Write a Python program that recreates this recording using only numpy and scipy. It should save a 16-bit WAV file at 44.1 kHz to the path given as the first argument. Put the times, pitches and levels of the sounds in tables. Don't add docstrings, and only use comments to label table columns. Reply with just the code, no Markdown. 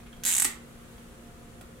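import sys
import numpy as np
from scipy import signal
from scipy.fft import rfft, irfft, next_fast_len
from scipy.io import wavfile
from scipy.ndimage import map_coordinates

SR = 44100
rng = np.random.default_rng(int(sys.argv[2]) if len(sys.argv) > 2 else 0)


def put_to_file(sound):
    columns = np.atleast_2d(sound).T
    safe = np.clip(columns, -1, 1)
    whole_steps = np.round(safe * 32767)
    wavfile.write(sys.argv[1], SR, whole_steps.astype(np.int16))


N = 79380
SIZE = 4096
TIME_S, SHORT_S = np.arange(N) / SR, np.arange(SIZE) / SR
BINS_HZ = np.fft.rfftfreq(SIZE, 1 / SR)


def amp(db):
    return 10 ** (np.asarray(db) / 20)


def unit(x):
    return x / np.sqrt(np.mean(x ** 2) + 1e-20)


def along(points, hz):
    freqs, values = np.transpose(points)
    return np.interp(np.log(hz + 1), np.log(freqs + 1), values)


def wobble(knots_per_s):
    return map_coordinates(rng.standard_normal(SIZE), [TIME_S * knots_per_s + 2], mode="wrap")


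def filtered(x, response):
    size = next_fast_len(N + SR // 2)
    return irfft(rfft(x, size) * response(np.fft.rfftfreq(size, 1 / SR)), size)[..., :N]


def click(gain):
    cepstrum = irfft(np.log(np.maximum(gain, 1e-6)))
    cepstrum[1:SIZE // 2] *= 2
    cepstrum[SIZE // 2 + 1:] = 0
    wave = irfft(np.exp(rfft(cepstrum)))
    return wave / np.linalg.norm(wave)


def plastic_click(gain, spread_s):
    delay_s = spread_s * (1 - BINS_HZ / (SR / 2)) ** 2
    phase = 2 * np.pi * np.cumsum(delay_s) * SR / SIZE
    return irfft(rfft(click(gain)) * np.exp(-1j * phase)) * (np.arange(SIZE) < SIZE // 2)


def add(track, start_s, wave):
    i = max(round(start_s * SR), 0)
    track[i:i + len(wave)] += wave[:max(N - i, 0)]


# frequency_hz, correlation
STEREO_LIKENESS = [(60, 0.88), (150, 0.79), (380, 0.52), (950, 0.12), (2380, -0.034), (5980, -0.044),
                   (15000, 0.034)]

def stereo_noise(spectrum):
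    def mid_and_side(hz):
        angle = np.arccos(along(STEREO_LIKENESS, hz)) / 2
        return amp(along(spectrum, hz)) * [np.cos(angle), np.sin(angle)]
    mid, side = filtered(rng.standard_normal((2, N)), mid_and_side)
    return unit(np.array([mid + side, mid - side]))


# frequency_hz, relative_density_db
AIR_SPECTRUM = [(13, -24), (22, -0.5), (40, -8.5), (58, -1), (82, -8.5), (150, -7.5), (203, -10),
                (290, -13), (489, -12.5), (661, -23), (900, -23), (1250, -20), (2000, -26), (3200, -29),
                (4200, -32), (5100, -35), (7000, -31), (10000, -32), (13000, -37), (15500, -41.5)]

def room_air():
    return amp(-49.5 + 0.32 * wobble(9.7)) * stereo_noise(AIR_SPECTRUM)


# pitch_hz, level_db, waver_depth
MOTOR_TONES = [(118.6, -64, .5), (172.8, -65.5, 1), (234.8, -54.5, .33), (354, -76, 0.16),
               (524, -67.5, 0.66), (701, -66.5, 0.68)]

def motor_hum():
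    out = np.zeros(N)
    for pitch_hz, level_db, depth in MOTOR_TONES:
        waver = 1 + depth * (wobble(15) + 1j * wobble(15))
        tone = np.exp(2j * np.pi * (pitch_hz * TIME_S + rng.random()))
        out += amp(level_db) * unit(np.real(waver * tone))
    return out


# start_s, knock_db, snap_db
TOUCHES = [(.002, -32.5, -53.5), (.033, -38, -53), (.062, -36.5, -46), (0.065, -31, -48),
           (0.129, -29.5, -44), (.163, -41, -39), (.197, -38, -48), (.229, -31, -59), (.979, -34.5, -42),
           (1.6106, -29.5, -29)]
# frequency_hz, relative_db
KNOCK_SPECTRUM = [(200, 4), (700, -6), (1200, 0), (1600, -3), (2000, -3), (2500, 0.5), (2850, -9),
                  (3300, -2), (4800, -16.5), (15000, -24)]
SNAP_SPECTRUM = [(500, -7), (6000, -20), (8400, -10.5), (11000, -17), (15000, -18)]

def touches(knock_t60_s=.009, snap_after_s=.002):
    out = np.zeros(N)
    knock_colour = click(amp(along(KNOCK_SPECTRUM, BINS_HZ)))
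    snap = click(amp(along(SNAP_SPECTRUM, BINS_HZ)))
    for start_s, knock_db, snap_db in TOUCHES:
        grit = rng.standard_normal(SIZE) * amp(-60 * SHORT_S / knock_t60_s)
        knock = signal.fftconvolve(grit, knock_colour)[:SIZE]
        add(out, start_s, amp(knock_db) * knock / np.linalg.norm(knock))
        add(out, start_s + snap_after_s, amp(snap_db) * snap)
    return out


# centre_s, width_s, level_db
ARM_MOVES = [(.1, 0.2, -85), (.95, 0.28, -60)]
# frequency_hz, relative_density_db
CLOTH_SPECTRUM = [(300, -6.5), (1300, -6.5), (3000, -8.5), (5000, -19), (8500, -13), (15000, -20)]

def sleeve():
    swell = sum(amp(db) * np.exp(-.5 * ((TIME_S - centre_s) / width_s) ** 2)
                for centre_s, width_s, db in ARM_MOVES)
    return swell * amp(1.1 * wobble(69.9)) * stereo_noise(CLOTH_SPECTRUM)


def resonance(pitch_hz, width_hz, peak_db):
    return amp(peak_db) / (1 + (2 * (BINS_HZ - pitch_hz) / width_hz) ** 2) ** 2


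# start_s, relative_db
CAP_SLIPS = [(.2363, -11.5), (.2513, -4.5), (.2629, -3.5), (.2713, -5.5), (.2787, -5.5), (.2865, -4.5),
             (.2944, -5.5), (.3032, -6), (.3133, -5), (.3251, -3), (.3374, -4.5), (.3506, -3),
             (.3657, -2.5), (.3815, -1.5), (.3989, .3), (.4216, .7), (.4461, 0)]
# frequency_hz, relative_db
SLIP_SPECTRUM = [(100, -12), (600, -19.5), (850, -9), (1100, -11), (1900, -5), (2400, -6.5), (3000, -7),
                 (3900, -4.5), (4900, -15.5), (6500, -7.5), (9000, -8.5), (10700, -9.5), (12000, -1.5),
                 (15500, -17)]
# pitch_hz, width_hz, peak_db
CAP_RING = [(6770, 3100, -4.5), (8000, 2500, 11)]
# frequency_hz, gain_db
HAND_SHADE = [(4000, 4), (8000, 1), (10000, -1), (15000, 4)]

def cap_creak(seated_cut_hz=2000, free_cut_hz=250, vary_db=2.5):
    to_mic, to_board = np.zeros((2, N))
    snap, shade = amp(along(SLIP_SPECTRUM, BINS_HZ)), amp(along(HAND_SHADE, BINS_HZ))
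    first_ring, last_ring = np.array(CAP_RING)
    for (start_s, db), slid in zip(CAP_SLIPS, np.linspace(0, 1, len(CAP_SLIPS))):
        ripple = np.interp(BINS_HZ, np.linspace(0, SR / 2, 24), rng.standard_normal(24))
        cut_hz = seated_cut_hz * (1 - slid) + free_cut_hz * slid
        bass_cut = (BINS_HZ ** 2 + (cut_hz / 2) ** 2) / (BINS_HZ ** 2 + cut_hz ** 2)
        body = amp(vary_db * ripple) * bass_cut
        risen = np.sqrt(slid)
        ring = resonance(*(first_ring * (1 - risen) + last_ring * risen))
        high_ring = slid * resonance(pitch_hz=9080, width_hz=4900, peak_db=20)
        mic_colour = body * (snap + ring) * shade
        board_colour = body * (snap + amp(-15.5) * ring + high_ring)
        add(to_mic, start_s, amp(db) * plastic_click(mic_colour, spread_s=.00045))
        add(to_board, start_s, amp(db) * plastic_click(board_colour, spread_s=.0003))
    return amp(-1.35) * np.array([to_mic, to_board])


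# frequency_hz, relative_db
POP_SPECTRUM = [(80, -19), (170, -16), (260, -1.5), (420, -4.5), (600, -22), (800, -9.5), (1000, -13.5),
                (1300, -1), (1600, -25), (1950, 7), (2300, -6), (2700, -4.5), (3500, -8), (5000, -9.5),
                (15000, -14)]

def cap_pop(start_s=.448, hollow_hz=1990, hollow_t60_s=.06):
    out = np.zeros(N)
    push = plastic_click(amp(along(POP_SPECTRUM, BINS_HZ)), spread_s=.002067)
    hollow = amp(-60 * SHORT_S / hollow_t60_s) * np.sin(2 * np.pi * hollow_hz * SHORT_S)
    add(out, start_s, amp(-5.5) * push + amp(-41) * hollow)
    return out


# delay_ms, left_db, right_db, left_lead_ms
EARLY_ECHOES = [(1.2, -10, -5, 0), (1.5, -10, -6, .05), (4.2, -2, -3, .02), (4.84, -1.5, 1, .02),
                (5.5, -14, -7, .05), (11.6, -9, -16, .2), (17.45, -11, -8, .02), (18.7, -15, -12, -.1)]

def early_echoes(x):
    sides = np.array([[-.5], [.5]])
    return filtered(x, lambda hz: sum(
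        amp([[left_db], [right_db]]) * np.exp(-2j * np.pi * hz * (delay_ms + sides * lead_ms) / 1000)
        for delay_ms, left_db, right_db, lead_ms in EARLY_ECHOES))


# frequency_hz, t60_s
ROOM_DECAY = [(200, 0.32), (1000, 0.49), (2000, 0.37), (4000, 0.33), (8000, 0.24), (15000, 0.22)]

def room_reverb(x, build_s=.0027, scatter_t60_s=.053):
    hz, frame_s, noise = signal.stft(rng.standard_normal((2, SR // 2)), SR, nperseg=256)
    decay = amp(-60 * frame_s / along(ROOM_DECAY, hz)[:, None])
    tail = signal.istft(noise * decay, SR, nperseg=256)[1]
    t = np.arange(tail.shape[1]) / SR
    tail *= 1 - np.exp(-t / build_s)
    scatter = rng.standard_normal(tail.shape) * amp(-60 * t / scatter_t60_s)
    response = amp(2.5) * tail / np.linalg.norm(tail[0])
    response += amp(0.5) * scatter / np.linalg.norm(scatter[0])
    return signal.fftconvolve(x[None], response, axes=1)[:, :N]


def scene(drift_hz=2.2):
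    to_mic, to_board = cap_creak()
    handling = cap_pop() + touches()
    direct = (to_mic + handling) * amp([[-1.6], [1.6]])
    echoes = early_echoes(to_board + amp(-4.5) * handling)
    to_room = 0.92 * to_mic + 0.18 * to_board + handling
    drift = 2 * np.pi * drift_hz * TIME_S
    reverb = room_reverb(to_room * np.cos(drift)) + room_reverb(to_room * np.sin(drift))
    return direct + echoes + reverb * amp([[-1.3], [1.1]]) + motor_hum() + room_air() + sleeve()


def record(dry):
    limit_hz = 15900
    return filtered(dry, lambda hz: 1 / (1 + (hz / limit_hz) ** 200))


dry = scene()
out = record(dry)
put_to_file(out)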